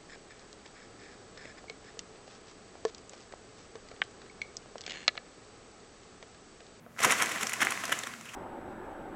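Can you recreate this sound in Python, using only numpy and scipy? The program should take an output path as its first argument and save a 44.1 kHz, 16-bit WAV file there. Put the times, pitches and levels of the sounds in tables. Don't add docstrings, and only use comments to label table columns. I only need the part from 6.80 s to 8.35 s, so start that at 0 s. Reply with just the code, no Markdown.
import sys
import numpy as np
from scipy import signal
from scipy.fft import rfft, irfft, next_fast_len
from scipy.io import wavfile
from scipy.ndimage import map_coordinates

SR = 44100
rng = np.random.default_rng(int(sys.argv[2]) if len(sys.argv) > 2 else 0)


def persist_wave(psi):
    counts = np.round(np.clip(psi, -1, 1) * 32767).astype(np.int16)
    wavfile.write(sys.argv[1], SR, np.atleast_2d(counts).T)


N = 68355

# t/s, body level/dB, crisp level/dB
SLIDE_LEVELS = [(0, -68, -92), (.17, -64.5, -63.5), (.186, -51, -52.5), (0.227, -29, -37), (.34, -35, -40),
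                (.45, -36.5, -43), (0.549, -37, -44), (.64, -41, -45.5), (.78, -42.5, -47.5),
                (.84, -38, -45), (.90, -36, -45.5), (.95, -40.5, -45.5), (1.07, -42.5, -48.5),
                (1.16, -39.5, -46), (1.25, -47.5, -50.5), (1.319, -48, -53), (1.39, -53, -56),
                (1.55, -53, -56)]
# peak t/s, body level/dB, crisp level/dB, rise/s, fall/s
AVALANCHES = [(0.192, -31, -41.5, 0.0036, 0.0021), (0.207, -32, -35.5, 0.006, 0.0019),
              (0.2197, -33, -39, 0.00085, 0.0015), (0.23, -32.5, -28.5, 0.001, .004),
              (0.2381, -21, -26.5, 0.0031, 0.0037), (0.2479, -16, -21, .002, 0.0062),
              (0.298, -26, -42, 0.0022, 0.0066), (.315, -33.5, -28, 0.0076, 0.0044),
              (0.324, -22, -30, 0.0076, 0.0072), (0.382, -50, -36, 0.00085, 0.0063),
              (.403, -26.5, -42.5, 0.011, 0.021), (0.4237, -20.5, -22, 0.0027, 0.0013),
              (.432, -30, -33, 0.002, 0.0069), (0.46, -33, -33, 0.00077, 0.0029),
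              (0.493, -31.5, -35, .001, 0.0017), (0.52, -30.5, -35, 0.0039, 0.0022),
              (.557, -50, -41.5, 0.0025, 0.0066), (0.611, -30, -33.5, 0.0017, 0.0039),
              (.632, -27, -29, 0.0053, 0.0038), (0.67, -28.5, -29, 0.0012, 0.0023),
              (.695, -31.5, -31, 0.00075, 0.0032), (0.7334, -40, -26.5, 0.0005, 0.0011),
              (0.737, -27.5, -33, 0.0017, 0.0036), (.806, -28, -39, 0.0017, 0.0033),
              (0.8204, -23.5, -30, 0.0063, 0.005), (0.831, -25, -33.5, 0.0059, 0.0027),
              (0.85, -29.5, -33, 0.0012, 0.0072), (0.907, -31.5, -29, .001, 0.0021),
              (0.922, -26, -35, 0.0013, 0.0045), (1.038, -29, -38.5, 0.00089, 0.0072),
              (1.054, -47, -35, .001, 0.0027), (1.08, -34.5, -42, 0.00091, 0.0039),
              (1.096, -30, -37, 0.0018, 0.00081), (1.124, -22, -28.5, 0.0028, 0.0051),
              (1.189, -46, -31.5, 0.00066, .002), (1.237, -36.5, -39, 0.0044, .003),
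              (1.273, -34.5, -37, 0.0038, 0.0013), (1.3377, -35, -45.5, 0.0015, 0.0022),
              (1.411, -40, -45.5, .0006, 0.0017), (1.456, -47, -49, 0.0026, 0.0065),
              (1.489, -53, -53, 0.00072, 0.018), (1.54, -42, -46, 0.0036, 0.015)]
# t/s, level/dB, f/Hz
CREASE_SNAPS = [(.0635, -41.5, 1360), (.164, -39, 1590), (.174, -35, 1450), (0.2457, -14.5, 1700),
                (0.25, -39, 1400), (.307, -9.5, 2160), (0.5195, -33, 2300), (0.5744, -24, 2020),
                (0.5847, -27, 2760), (0.6702, -19, 6160), (0.7212, -21.5, 2170), (.870, -10.5, 1840),
                (0.9755, -22, 2010), (1.1072, -29, 2150), (1.1247, -13.5, 1940), (1.1901, -28.5, 2330),
                (1.315, -33, 2240)]
# t/s, level/dB, f/Hz, fall/s
PANEL_BUZZES = [(0.065, -45.5, 560, 0.0065), (0.204, -32.5, 612, .004), (0.272, -30.5, 462, 0.01),
                (0.3215, -26.5, 9600, 0.0025), (0.6716, -35.5, 6400, .003), (0.82, -19, 1750, 0.0067),
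                (.908, -32, 9440, .003), (1.041, -32.5, 620, 0.002), (1.055, -32.5, 5600, 0.0023),
                (1.094, -36, 604, 0.0057), (1.126, -22.5, 3050, 0.0031), (1.191, -32, 6900, 0.0017),
                (1.236, -33.5, 3470, 0.0031), (1.239, -39, 574, 0.0036), (1.271, -32.5, 1440, 0.0027),
                (1.411, -45, 6740, 0.0017), (1.457, -47, 2630, 0.014), (1.488, -43, 2700, 0.014)]
# peak t/s, level/dB, rise/s, fall/s
PAW_FLAPS = [(.206, -47, 0.0052, .006), (.255, -29.5, 0.0038, 0.012), (0.323, -38, 0.045, 0.016),
             (0.43, -39.5, 0.021, 0.018), (.64, -40, 0.016, 0.02), (.825, -36, 0.019, 0.015),
             (1.121, -40, 0.013, 0.022)]
# f/Hz, level/dB
BODY_SPECTRUM = [(25, -72), (150, -29), (450, -14), (860, -11.5), (1050, 0), (1400, -2), (1900, 0.5),
                 (2500, -4), (3300, -10.5), (4400, -17.5), (6000, -28.5), (12000, -45)]
CRISP_SPECTRUM = [(2000, -41), (3000, -4), (3700, -3.5), (4400, -4), (5000, -16.5), (5500, 3), (7300, 2),
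                  (8700, -3.5), (9800, -2.5), (12000, -8.5), (15800, -20)]
HISS_SPECTRUM = [(2000, -24), (3700, -1), (4900, -2), (5600, 0.5), (7500, 0), (8800, -6), (10800, -7.5),
                 (12300, -14), (15800, -16.5)]
FOLD_SPECTRUM = [(25, -47), (60, -17.5), (125, -4), (170, -4.5), (240, 0.5), (340, -0.5), (500, -1.5),
                 (750, 1), (1100, -23), (3000, -57)]
AIR_SPECTRUM = [(20, -31), (60, -13.5), (120, -11.5), (170, -7), (230, -4.5), (300, -13), (600, -14.5),
                (1200, -20.5), (3000, -34), (8000, -36.5), (16000, -37.5)]
# f/Hz, level/dB, waver rate/Hz
HUM_TONES = [(116.3, -66.5, 10.3), (237.7, -61, 20)]
# f/Hz, time to fall 60 dB/s
ROOM_T60 = [(150, 0.86), (1500, 0.21), (6000, 0.51), (15000, 0.078)]

CRACKS_PER_S, CRACK_SPREAD_DB, CRACK_DECAY_CYCLES = 9000, 3, 1.02
SNAP_RISE_CYCLES, EDGE_DB, EDGE_DECAY_S = 0.91, -20, 0.00037
PANEL_Q, PANEL_RISE_S = 3.8, 0.00069
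TAIL_DB, WALLS_DB = -15.5, -15.5
AIR_DB, TOP_HZ = -57, 15850


def crumples():
    cracks = crackle()
    body, crisp = coloured(cracks, BODY_SPECTRUM), coloured(cracks, CRISP_SPECTRUM)
    return sum(swell(body, s, body_db, rise, fall) + swell(crisp, s, crisp_db, rise, fall)
               for s, body_db, crisp_db, rise, fall in AVALANCHES)


def crackle():
    when, pitch, size, sign = rng.random((int(CRACKS_PER_S * N / SR), 4)).T
    hz = 500 * 30 ** pitch
    cycles = hz[:, None] * np.arange(256) / SR
    size_db = CRACK_SPREAD_DB * np.minimum(-np.log(size), 4)
    gain = hz * amp(size_db) * np.sign(sign - .5)
    cracks = gain[:, None] * np.exp(-cycles / CRACK_DECAY_CYCLES) * np.cos(2 * np.pi * cycles)
    at = (when * N).astype(int)[:, None] + np.arange(cracks.shape[1])
    return np.bincount(at.ravel(), cracks.ravel(), N)[:N]


def snaps():
    out, t = np.zeros(N + SR), np.arange(SR // 100) / SR
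    for s, db, hz in CREASE_SNAPS:
        age = hz * t / SNAP_RISE_CYCLES
        swing = (age * np.exp(1 - age)) ** 2 * np.sin(2 * np.pi * hz * t)
        edge = amp(EDGE_DB) * np.exp(-t / EDGE_DECAY_S) * rng.standard_normal(len(t))
        out[round(s * SR):][:len(t)] += amp(db) * (swing + edge)
    return out[:N]


def slide():
    s, *levels = np.transpose(SLIDE_LEVELS)
    body, crisp = [amp(np.interp(np.arange(N) / SR, s, db)) for db in levels]
    cracks = unit(crackle())
    hiss = amp(7) * rng.standard_normal(N)
    rub = amp(-10.5) * coloured(rng.standard_normal(N), FOLD_SPECTRUM)
    return body * (coloured(cracks, BODY_SPECTRUM) + rub) + crisp * coloured(cracks + hiss, HISS_SPECTRUM)


def panels():
    out = np.zeros(N)
    for s, db, hz, fall in PANEL_BUZZES:
        band = signal.butter(2, hz * np.exp(np.array([-.5, .5]) / PANEL_Q), "bandpass", fs=SR)
        buzz = signal.lfilter(*band, rng.standard_normal(N))
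        out += swell(buzz, s, db, PANEL_RISE_S, fall)
    return out


def flaps():
    puff = coloured(rng.standard_normal(N), FOLD_SPECTRUM)
    return sum(swell(puff, *row) for row in PAW_FLAPS)


def room(x):
    hz, t, noise = signal.stft(rng.standard_normal(SR // 2), SR, nperseg=256)
    decay = amp(-60 * t / along(ROOM_T60, hz)[:, None])
    tail = signal.istft(noise * decay, SR, nperseg=256)[1]
    delay, strength = rng.random((2, 10))
    walls = np.bincount((SR * (.001 + .014 * delay)).astype(int), strength - .5, len(tail))
    response = amp(TAIL_DB) * tail / np.linalg.norm(tail) + amp(WALLS_DB) * walls / np.linalg.norm(walls)
    return signal.fftconvolve(x, response)[:N]


def room_tone():
    t = np.arange(N) / SR
    out = amp(AIR_DB) * coloured(rng.standard_normal(N), AIR_SPECTRUM)
    for hz, db, waver in HUM_TONES:
        drift = map_coordinates(rng.standard_normal(256), [t * waver], mode="wrap")
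        out += amp(db) * unit(np.sin(2 * np.pi * hz * t + 1.57 * drift))
    return out


def amp(db):
    return 10 ** (np.asarray(db) / 20)


def unit(x):
    return x / np.sqrt(np.mean(x ** 2) + 1e-20)


def along(points, hz):
    f, values = np.transpose(points)
    return np.interp(np.log(hz + 1), np.log(f + 1), values)


def coloured(x, spectrum):
    m = 2 * next_fast_len(N)
    gain = amp(along(spectrum, np.fft.rfftfreq(m, 1 / SR)))
    cepstrum = irfft(np.log(gain))
    cepstrum[1:m // 2] *= 2
    cepstrum[m // 2 + 1:] = 0
    response = np.exp(rfft(cepstrum))
    return unit(irfft(rfft(x, m) * response, m)[:N])


def swell(stream, s, db, rise, fall):
    t = np.arange(N) / SR - s
    shape = np.exp(-np.maximum(-t / rise, t / fall))
    burst = stream * shape
    return amp(db) * burst * np.linalg.norm(shape) / (np.linalg.norm(burst) + 1e-12)


def scene():
    paper = slide() + crumples() + snaps() + panels() + flaps()
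    return (paper + room(paper) + room_tone())[None]


def record(dry):
    m = next_fast_len(N + SR // 2)
    passband = np.fft.rfftfreq(m, 1 / SR) < TOP_HZ
    return irfft(rfft(dry, m) * passband, m)[:, :N]


dry = scene()
out = record(dry)
persist_wave(out)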